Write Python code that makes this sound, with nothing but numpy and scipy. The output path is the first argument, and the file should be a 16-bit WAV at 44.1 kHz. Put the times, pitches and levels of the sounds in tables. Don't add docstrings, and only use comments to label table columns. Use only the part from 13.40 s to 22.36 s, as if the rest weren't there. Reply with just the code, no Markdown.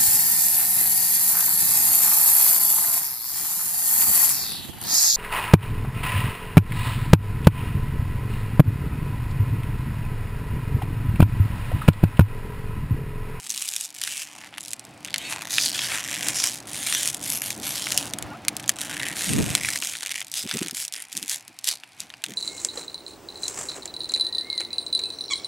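import sys
import numpy as np
from scipy import signal
from scipy.fft import rfft, irfft
from scipy.io import wavfile
from scipy.ndimage import uniform_filter1d

SR = 44100
rng = np.random.default_rng(int(sys.argv[2]) if len(sys.argv) > 2 else 0)


def materialize(psi):
    bounded = np.clip(np.atleast_2d(psi).T, -1, 1)
    quanta = np.round(bounded * 32767).astype(np.int16)
    wavfile.write(sys.argv[1], SR, quanta)


N = 395136
TIME = np.arange(N) / SR


def from_db(db):
    return 10 ** (np.asarray(db) / 20)


def rms_one(x):
    return x / np.sqrt(np.mean(x ** 2) + 1e-20)


def running_rms(x, span_s):
    width = int(span_s * SR)
    power = uniform_filter1d(uniform_filter1d(x ** 2, width), width // 2)
    return np.sqrt(np.abs(power) + 1e-12)


def in_time(rows):
    s, *columns = np.transpose(rows)
    return [np.interp(TIME, s, column) for column in columns]


def at_hz(points, hz):
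    known, values = np.transpose(points)
    return np.interp(np.log(hz + 1), np.log(known), values)


def swell(s, half_s, t=TIME):
    return np.exp(-np.minimum(((t - s) / half_s) ** 2, 20))


def drift(per_s):
    knots = rms_one(rng.standard_normal(4096))
    return np.interp(TIME * per_s, np.arange(len(knots)), knots)


def butter(x, hz, kind, order):
    sections = signal.butter(order, np.minimum(hz, .49 * SR), kind, fs=SR, output="sos")
    return signal.sosfilt(sections, x + 1e-18)


def resonate(x, hz, quality):
    return signal.lfilter(*signal.iirpeak(hz, quality, fs=SR), x)


def colour(x, spectrum, size=1024):
    cepstrum = irfft(np.log(from_db(at_hz(spectrum, np.fft.rfftfreq(size, 1 / SR)))))
    cepstrum[1:size // 2] *= 2
    cepstrum[size // 2 + 1:] = 0
    response = irfft(np.exp(rfft(cepstrum)))
    response = response.reshape((1,) * (x.ndim - 1) + (-1,))
    return signal.oaconvolve(x, response, axes=-1)[..., :x.shape[-1]]


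def add(track, s, sound):
    at = int(np.clip(s * SR, 0, N - 1))
    track[at:at + len(sound)] += sound[:N - at]


# frequency in Hz, left-right correlation.
CHANNEL_LIKENESS = [(60, 0.97), (200, 1), (420, 0.89), (750, 0.97), (2000, 1)]


def stereo_noise(spectrum):
    hz = np.fft.rfftfreq(N, 1 / SR)
    mid, side = rfft(rng.standard_normal((2, N))) * from_db(at_hz(spectrum, hz))
    alike = np.clip(at_hz(CHANNEL_LIKENESS, hz), 0, 1)
    channels = np.sqrt(1 + alike) * mid + np.sqrt(1 - alike) * side * [[1], [-1]]
    return rms_one(irfft(channels, N))


# time in seconds, level in dB.
RUMBLE_LEVEL = [(0, -68), (.8, -60.5), (1.2, -49), (2, -47.5), (3, -45), (4, -43), (4.8, -42), (5.6, -42),
                (6.2, -40), (6.6, -59.5), (7.5, -65), (8.96, -58.5)]
# frequency in Hz, relative density in dB.
RUMBLE_SPECTRUM = [(25, -25), (60, -7.5), (120, 4.5), (200, 3), (300, 3), (420, -6), (720, 0.5), (1100, -7),
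                   (2000, -10.5), (5000, -21), (12000, -33)]
# frequency in Hz, level against the rumble in dB.
DRONE_TONES = [(127, -13), (264, -22), (297, -9)]
# frequency in Hz, relative density in dB.
AIR_SPECTRUM = [(30, -38), (130, -4), (450, -14), (750, 7), (1200, 0), (1800, 1.5), (2400, 7), (3200, -2.5),
                (4400, -1.5), (6500, -10), (10000, -9), (15000, -27)]
AIR_DB = -55


def outdoors(waver_db=2.5, drone_width_hz=12):
    rumble_db, = in_time(RUMBLE_LEVEL)
    drone = 0
    for hz, level_db in DRONE_TONES:
        tone = resonate(rng.standard_normal(N), hz, hz / drone_width_hz)
        drone = drone + from_db(level_db) * rms_one(tone)
    wavering = from_db(rumble_db + waver_db * drift(8))
    rumble = wavering * (stereo_noise(RUMBLE_SPECTRUM) + drone)
    return rumble + from_db(AIR_DB) * stereo_noise(AIR_SPECTRUM)


# start in seconds, length in seconds, level halfway through in dB,
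# growth from start to end in dB, brightness as treble minus body in dB, slips per second halfway through.
HAND_TWISTS = [(0, 0.068, -41, 0, 11, 196), (0.097, 0.27, -34.5, 3, 11.5, 276),
               (.406, .045, -32, -2, 15.5, 495), (0.553, 0.054, -40, 2, 10, 170),
               (0.631, 0.19, -33.5, 2, 7.5, 392), (0.861, 0.21, -44.5, 0, 0, 222),
               (1.14, 0.03, -45, 0, -15, 118), (1.201, 0.11, -39.5, 1, 28, 101),
               (1.648, 0.076, -44, 0, -2, 85), (1.779, 0.096, -42, 3.5, -5, 700),
               (1.9, .03, -31, 0, 0.5, 400), (1.959, .13, -37.5, 0.5, -1.5, 110),
               (2.109, .15, -25.5, 7, 11.5, 490), (2.267, 0.059, -33, -1.5, 7, 102),
               (2.351, 0.11, -27.5, -1, 3, 730), (2.5, 0.1, -28.5, 0, 0, 520),
               (2.639, 0.19, -32, 3, 2, 167), (2.841, 0.061, -27, 1.5, 3.5, 516),
               (2.954, 0.12, -25.5, 3, 9.5, 500), (3.095, 0.095, -37, -3, 10, 170),
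               (3.276, 0.048, -38, 6, 10, 210), (3.346, .1, -30.5, 0, 9, 437),
               (3.47, 0.21, -27, 0, 7.5, 720), (3.693, 0.089, -37, -10, 12, 190),
               (3.828, 0.14, -29.5, 5, 13, 300), (4.041, 0.075, -33, -2, 9, 372),
               (4.148, 0.062, -44, 0.5, 30, 95), (4.242, .31, -29.5, -3, 7, 336),
               (4.582, .11, -35.5, -10, 8, 217), (5.198, .16, -45.5, -1, 9, 79),
               (5.384, 0.091, -33.5, 1, 4, 192), (5.498, 0.22, -33, 1, -2, 200),
               (5.761, .17, -29, 4, 6, 460), (5.96, 0.23, -31.5, 0, 2.5, 215),
               (6.237, 0.13, -29, -2, 5.5, 257), (6.389, 0.032, -34, 0, 30, 87),
               (6.441, 0.15, -32.5, -6.5, 8.5, 236), (6.619, 0.19, -33.5, 0, 2.5, 124),
               (6.841, 0.088, -46.5, 0, 19, 55), (6.967, .055, -28.5, -8, 13, 490),
               (7.082, 0.2, -35, -6, 1, 153), (7.37, 0.06, -30.5, -1, 13, 404),
               (7.554, 0.073, -38, -0.5, 2.5, 178), (7.717, .15, -42, 0, 6, 168),
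               (7.91, 0.027, -25.5, 0, 11, 460), (8.278, 0.044, -26.5, -6, 11, 430),
               (8.599, 0.02, -42, 1.5, 1.5, 530), (8.848, 0.096, -43, -6.5, 2, 72)]
ATTACK_S, RELEASE_S = .04, .055
SLIPS_FOLLOW = .6
TREMOR_DB, TREMOR_PER_S = 1.42, 29
HELD_DB, HELD_BRIGHT_DB, HELD_SLIPS_PER_S = -61, 14, 45


def wringing():
    t = TIME[::64]
    s, length, level_db, growth_db, bright_db, per_s = np.transpose(HAND_TWISTS)[:, :, None]
    outside = np.maximum(s - t, 0) / ATTACK_S + np.maximum(t - s - length, 0) / RELEASE_S
    growth = growth_db * (np.clip((t - s) / length, 0, 1) - .5)
    effort_db = growth - 20 * np.minimum(outside, 10)
    twists = from_db(level_db + effort_db) ** 2
    held = from_db(HELD_DB) ** 2
    power = twists.sum(axis=0) + held

    def blend(twisting, resting):
        return ((twists * twisting).sum(axis=0) + held * resting) / power

    rate = blend(per_s * from_db(SLIPS_FOLLOW * effort_db), HELD_SLIPS_PER_S)
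    bright = blend(bright_db, HELD_BRIGHT_DB)
    level, bright, rate = in_time(np.transpose([t, 10 * np.log10(power), bright, rate]))
    return level + TREMOR_DB * drift(TREMOR_PER_S), bright, rate


def unit_energy(rows):
    return rows / np.linalg.norm(rows, axis=1, keepdims=True)


def facets(count, crack_db, ring_t60, tint_db, size=1536):
    t = np.arange(size) / SR
    draws = rng.standard_normal((count, 2, size))
    favoured_hz = np.exp(rng.uniform(np.log(1500), np.log(11000), count))
    ring = unit_energy(draws[:, 0] * from_db(-60 * t / ring_t60))
    tail = unit_energy(draws[:, 1] * from_db(-60 * t / .04))
    out = ring + from_db(-14) * tail
    out[:, 0] += from_db(crack_db) * np.sign(out[:, 0])
    tint = np.array([resonate(row, hz, 5) for hz, row in zip(favoured_hz, out)])
    return unit_energy(out + from_db(tint_db) * tint)


SPLIT_HZ = 3800


def voiced(x, bright_db, size_of):
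    body = butter(x, SPLIT_HZ, "low", order=3)
    treble = butter(x, SPLIT_HZ, "high", order=3)
    ratio = from_db(bright_db)
    return (body / size_of(body) + ratio * treble / size_of(treble)) / np.sqrt(1 + ratio ** 2)


# middle in seconds, half length in seconds,
# frequency in Hz, lift in dB.
RINGING_PANELS = [(0.106, 0.013, 6000, 11), (0.757, 0.1, 2670, 7), (1.053, 0.081, 830, 28),
                  (1.735, 0.025, 4450, 12), (1.976, 0.051, 880, 27), (2.257, 0.11, 4560, 10),
                  (2.391, 0.038, 3300, 8), (2.549, 0.083, 1039, 5.5), (2.851, 0.068, 996.7, 5),
                  (2.985, 0.057, 4804, 7), (3.5, .1, 3395, 3), (3.982, 0.1, 11690, 13.5),
                  (4.299, 0.059, 11480, 10), (4.65, 0.091, 580.4, 19), (5.65, 0.066, 1928, 13),
                  (6.249, 0.085, 2104, 9), (6.747, 0.094, 2200, 6), (8.3, 0.058, 3693, 4),
                  (8.342, 0.036, 630, 16)]


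def panels(x, t=TIME, quality=14.0, hand_width_hz=250):
    out = x.copy()
    for s, half_s, hz, lift_db in RINGING_PANELS:
        width_hz = hz / quality + hand_width_hz
        worked = x * swell(s, half_s, t) + 1e-18
        out += (from_db(lift_db) - 1) * resonate(worked, hz, hz / width_hz)
    return out


def rubbed(hiss, bank, facets_per_s):
    out, hop = np.zeros(N), int(SR / facets_per_s)
    for k, at in enumerate(range(0, N, hop)):
        contact = hiss[at:at + 2 * hop]
        fade = np.sin(np.pi * np.arange(len(contact)) / (2 * hop))
        add(out, at / SR, signal.fftconvolve(contact * fade, bank[(k + 1) % len(bank)]))
    return out


# frequency in Hz, relative level in dB.
WALL_SPECTRUM = [(200, -22), (600, -9.5), (1250, -6.5), (1800, -0.5), (2400, 1), (3400, 0.5), (4500, -3.5),
                 (7000, -1), (10000, -2.5), (12000, -8), (14000, -16), (16000, -21)]


def crinkle(level_db, bright_db, per_s, even_s=0.039, count=240):
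    per_s = np.maximum(per_s, 10)
    distinct_per_s = 240 * np.tanh(per_s / 240)
    jitter, spread_db, facets_per_s, follow_s = .3, 3.8, 22, .0016
    draws = rng.standard_normal((3000, 5))
    creep = np.cumsum(distinct_per_s) / SR
    times = np.interp(np.arange(len(draws)) + jitter * draws[:, 0], creep, TIME)
    bank = facets(count=count, crack_db=-1.5, ring_t60=.0095, tint_db=2.0)
    slips = np.zeros(N)
    for s, (_, strength, place, lag, weaker) in zip(times[:int(creep[-1])], np.clip(draws, -2, 2)):
        facet = int(s * facets_per_s + 2 * place)
        gain = from_db(spread_db * strength)
        add(slips, s, gain * bank[facet % count])
        next_gain = gain * from_db(-8 + spread_db * weaker)
        add(slips, s + follow_s * lag, next_gain * bank[(facet + 1) % count])
    rub_db, rub_per_s, grain_db = -7.5, 250, 2.0
    rub_gain = from_db(rub_db + grain_db * drift(400)) * per_s / rub_per_s
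    rub = rubbed(rub_gain * rng.standard_normal(N), bank, facets_per_s)
    even_slips = slips / np.sqrt(distinct_per_s / SR)
    wall = panels(colour(even_slips + rub, WALL_SPECTRUM))
    return from_db(level_db) * voiced(wall, bright_db, lambda v: running_rms(v, even_s))


# time in seconds, energy in dB,
# brightness as treble minus body in dB.
FACET_SNAPS = [(.0663, -10, 4), (.095, -6, 18), (.1032, 2, 19), (.1117, -5, 16), (.1213, -6, 15),
               (.1468, -7, 13), (.1766, -1.5, 18), (.2225, 0, 13), (.2794, -5, 11), (.2886, 0.5, 29),
               (.337, -3, 10), (.364, 1.5, 13), (.3808, -11, 18), (.4102, -1.5, 16), (.4512, -7, 19),
               (.5044, -15, 26), (.5484, -14, 15), (.6154, -1, 9), (.6372, 1, 9), (.6753, -1.5, -1),
               (.7701, -7, 15), (.9866, -20, 10), (1.0381, -15, -17), (1.1401, -14.5, -15),
               (1.1819, -5, -3), (1.2335, -24, 17), (1.3332, 0, 11), (1.3953, -10, 17.5), (1.4512, -17, 22),
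               (1.648, -5, 5), (1.6847, -11.5, -17), (1.7418, 5, -3.5), (1.7603, -2, -2), (1.7816, -2, 22),
               (1.9252, -2, -1), (2.0205, -5.5, 2), (2.1826, 10.5, -9.5), (2.3918, 1, -8),
               (2.5194, -1.5, -20), (2.7417, -3, -1), (2.8854, 6.5, 12), (3.0398, 6.5, 6), (3.1419, -9, 18),
               (3.4712, -0.5, 4), (3.5255, 4, 0.5), (3.5491, 4.5, 1), (3.6315, 3, 12), (3.6575, 1, 9),
               (3.6755, 4.5, 21), (3.7008, -2.5, 12), (3.7455, 0, 13), (3.9018, 2.5, 22), (3.9352, -3, 10),
               (4.0192, 1, 7.5), (4.0375, -6, 6), (4.1052, -0.5, 5.5), (4.4692, -0.5, -9),
               (4.5206, 4.5, 7.5), (4.5763, 12, 20), (4.7364, 0, 7), (4.7865, -3.5, 6.5), (4.8253, -4.5, 8),
               (5.05, -11, 2), (5.083, 11, 8), (5.167, -1.5, 21), (5.1975, -10, 0), (5.241, -12, -6),
               (5.279, -3, 14), (5.2931, 14, 10.5), (5.415, 0, 18), (5.5995, -2, -18), (5.6318, 0, -9),
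               (5.6694, -11, -7), (5.6855, -4, 15), (6.1511, 13, 7.5), (6.2117, -4, -4), (6.2479, 2.5, -11),
               (6.2864, 1.5, -17), (6.3039, -3, 18), (6.3586, 1.5, 1), (6.4243, -1.5, -12),
               (6.5374, -9, -11), (6.5529, -5.5, -7), (6.6612, -4, 3), (6.7147, -2.5, 2), (6.757, -3, -1),
               (6.7785, -10, 2), (6.8059, -9, 14), (6.815, -5, -12), (6.9165, -6.5, 30), (6.9399, -1.5, 13),
               (7.1124, 2, -9), (7.1396, -3.5, 6), (7.1714, -2.5, 13), (7.1892, -4, 13), (7.23, -3.5, 8),
               (7.2835, -4, 9), (7.3106, -5, 13), (7.3475, -5, 10), (7.4507, -3, 12), (7.4805, -5.5, 16),
               (7.5245, -6.5, 15), (7.5382, -3.5, 9.5), (7.623, -7, 12), (7.7278, -7, 20),
               (7.7688, -1.5, 27), (7.7759, 0, 16), (7.828, -3, 10), (7.8807, -6, 13), (7.8964, 2, 23),
               (8.0796, -14, 9), (8.189, -10.5, 16), (8.243, -1, 17), (8.2884, 6.5, 14), (8.4355, -12, -13),
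               (8.604, -3, 32), (8.7021, -13.5, -7), (8.739, -12, -14), (8.8397, 2.5, 0)]


def snaps(rows, lowest_hz=1150, bass_loss=0.32, shorten=0.048, sharpen=0.069):
    s, energy_db, bright_db = np.transpose(rows)
    ring_t60 = .0115 * from_db(-shorten * bright_db[:, None])
    rings = facets(count=len(s), crack_db=-2.0 + sharpen * bright_db, ring_t60=ring_t60, tint_db=-3.0)
    rings = colour(rings, WALL_SPECTRUM)
    bass_edges_hz = lowest_hz * from_db(bass_loss * bright_db)
    rings = np.array([butter(ring, hz, "high", order=2) for ring, hz in zip(rings, bass_edges_hz)])
    rings = panels(rings, s[:, None])
    rings = voiced(rings, bright_db[:, None], lambda v: np.linalg.norm(v, axis=1, keepdims=True))
    out = np.zeros(N)
    for at, level_db, ring in zip(s, energy_db, rings):
        add(out, at, from_db(level_db) * ring)
    return out


CRACKLES_LIMIT_PER_S, FULL_EFFORT_DB = 2.7, -34.5
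CRACKLE_OVER_DB, CRACKLE_SPREAD_DB = 19, 2


def crackles(level_db, bright_db, count=300):
    draws = rng.standard_normal((count, 3))
    due = np.cumsum(CRACKLES_LIMIT_PER_S * np.tanh(from_db(level_db - FULL_EFFORT_DB))) / SR
    at = np.searchsorted(due, np.abs(np.arange(count) + .5 + .5 * draws[:, 0]))
    heard = at < N
    at = at[heard]
    strength, tint = np.clip(draws[heard, 1:], -2, 2).T
    energy_db = level_db[at] + CRACKLE_OVER_DB + CRACKLE_SPREAD_DB * strength
    return np.transpose([at / SR, energy_db, bright_db[at] + 6 * tint])


# middle in seconds, half length in seconds, peak level in dB.
CASE_BUMPS = [(0.117, 0.11, -58.5), (4.199, 0.03, -41), (4.749, 0.0077, -38), (7.056, .014, -34),
              (7.157, 0.017, -28.5), (7.219, 0.0077, -26), (7.26, 0.021, -39), (7.333, 0.0098, -41),
              (7.771, 0.026, -44.5), (7.835, 0.018, -44), (8.103, 0.016, -53), (8.631, 0.029, -55),
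              (8.907, 0.031, -41)]
# frequency in Hz, relative level in dB.
BUMP_SPECTRUM = [(40, -54), (110, -12.5), (190, -2.5), (290, -5.5), (420, -12.5), (620, -28), (1200, -40)]


def handling():
    shudder = colour(rng.standard_normal(N), BUMP_SPECTRUM, size=4096)
    shudder = shudder / running_rms(shudder, .02)
    return shudder * sum(from_db(level_db) * swell(s, half_s) for s, half_s, level_db in CASE_BUMPS)


# start in seconds, length in seconds, start frequency in Hz,
# end frequency in Hz, peak level of the fundamental in dB.
FINGER_SQUEAKS = [(1.774, 0.088, 2995, 3380, -40), (1.828, 0.1, 2510, 2766, -37),
                  (1.835, 0.056, 4280, 4500, -38), (3.53, 0.035, 5594, 6210, -22),
                  (3.555, 0.025, 3750, 2833, -29), (4.537, 0.039, 790, 701.5, -39.5),
                  (4.59, .025, 2468, 2592, -40), (4.894, 0.047, 1405, 1414, -39.5),
                  (4.912, 0.026, 780, 910, -38), (4.925, 0.039, 1000, 1544, -38.5),
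                  (4.939, 0.042, 620, 787, -40)]


def squeaks(octave_db=-14.0, waver=0.02):
    out, wobble = np.zeros(N), 1 + waver * drift(420)
    for s, length, start_hz, end_hz, level_db in FINGER_SQUEAKS:
        part = np.clip((TIME - s) / length, 0, 1)
        hz = (start_hz + (end_hz - start_hz) * part) * wobble
        phase = 2 * np.pi * np.cumsum(hz) / SR
        tone = np.sin(phase) + from_db(octave_db) * np.sin(2 * phase)
        out += from_db(level_db) * np.sin(np.pi * part) * tone
    return out


# start in seconds, length in seconds,
# slips per second at the start, slips per second at the end, level in dB, brightness as treble minus body in dB.
CREASE_CREAK = (1.785, .125, 240, 250, -40, -4)


def creak():
    s, length, start_per_s, end_per_s, level_db, bright_db = CREASE_CREAK
    jitter, uneven_db = .012, 2.5
    part = np.clip((TIME - s) / length, 0, 1)
    per_s = (start_per_s + (end_per_s - start_per_s) * part) * (1 + jitter * drift(200))
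    ticks = np.diff(np.floor(np.cumsum(per_s) / SR), prepend=0)
    slips = ticks * from_db(uneven_db * drift(300)) * np.sqrt(part * (1 - part))
    facet, = facets(count=1, crack_db=0.0, ring_t60=.008, tint_db=0.0)
    ring = colour(signal.oaconvolve(slips, facet)[:N], WALL_SPECTRUM)
    return from_db(level_db) * voiced(ring, bright_db, lambda v: np.linalg.norm(v) / np.sqrt(length * SR))


# middle in seconds, half length in seconds, peak level in dB, centre in Hz.
WIND_GUSTS = [(4.85, 0.042, -40, 90), (5.902, 0.03, -30, 150), (5.984, 0.061, -20, 170),
              (6.096, 0.055, -30.5, 136.2), (6.252, 0.065, -41, 113.9)]


def wind(width=1.576):
    eddies = rng.standard_normal((2, N)) * from_db(3 * drift(60))
    out = 0
    for s, half_s, level_db, hz in WIND_GUSTS:
        gust = butter(eddies, [hz / width, hz * width], "band", order=2)
        out = out + from_db(level_db) * swell(s, half_s) * gust / running_rms(gust, .06)
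    return out


def ports(x, low_hz=5500, high_hz=13000, differ_db=-23):
    treble_slope = np.gradient(butter(x, [low_hz, high_hz], "band", order=2))
    return x + from_db(differ_db) * treble_slope * [[1], [-1]]


def reflections(x, ground_s=.0068, ground_db=-13.5, dull_hz=6000):
    late = np.interp(TIME - ground_s, TIME, x, left=0)
    return butter(from_db(ground_db) * late, dull_hz, "low", order=1)


def scene():
    level_db, bright_db, per_s = wringing()
    bottle = crinkle(level_db, bright_db, per_s)
    bottle = bottle + snaps(FACET_SNAPS) + snaps(crackles(level_db, bright_db))
    bottle = bottle + squeaks() + creak()
    around = outdoors() + handling() + wind()
    return ports(bottle) + reflections(bottle) + around


CUTOFF_HZ = 15850


def record(dry):
    top_cut = signal.ellip(10, .1, 100, CUTOFF_HZ, fs=SR, output="sos")
    return signal.sosfilt(top_cut, np.clip(dry, -.8, .8))


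dry = scene()
out = record(dry)
materialize(out)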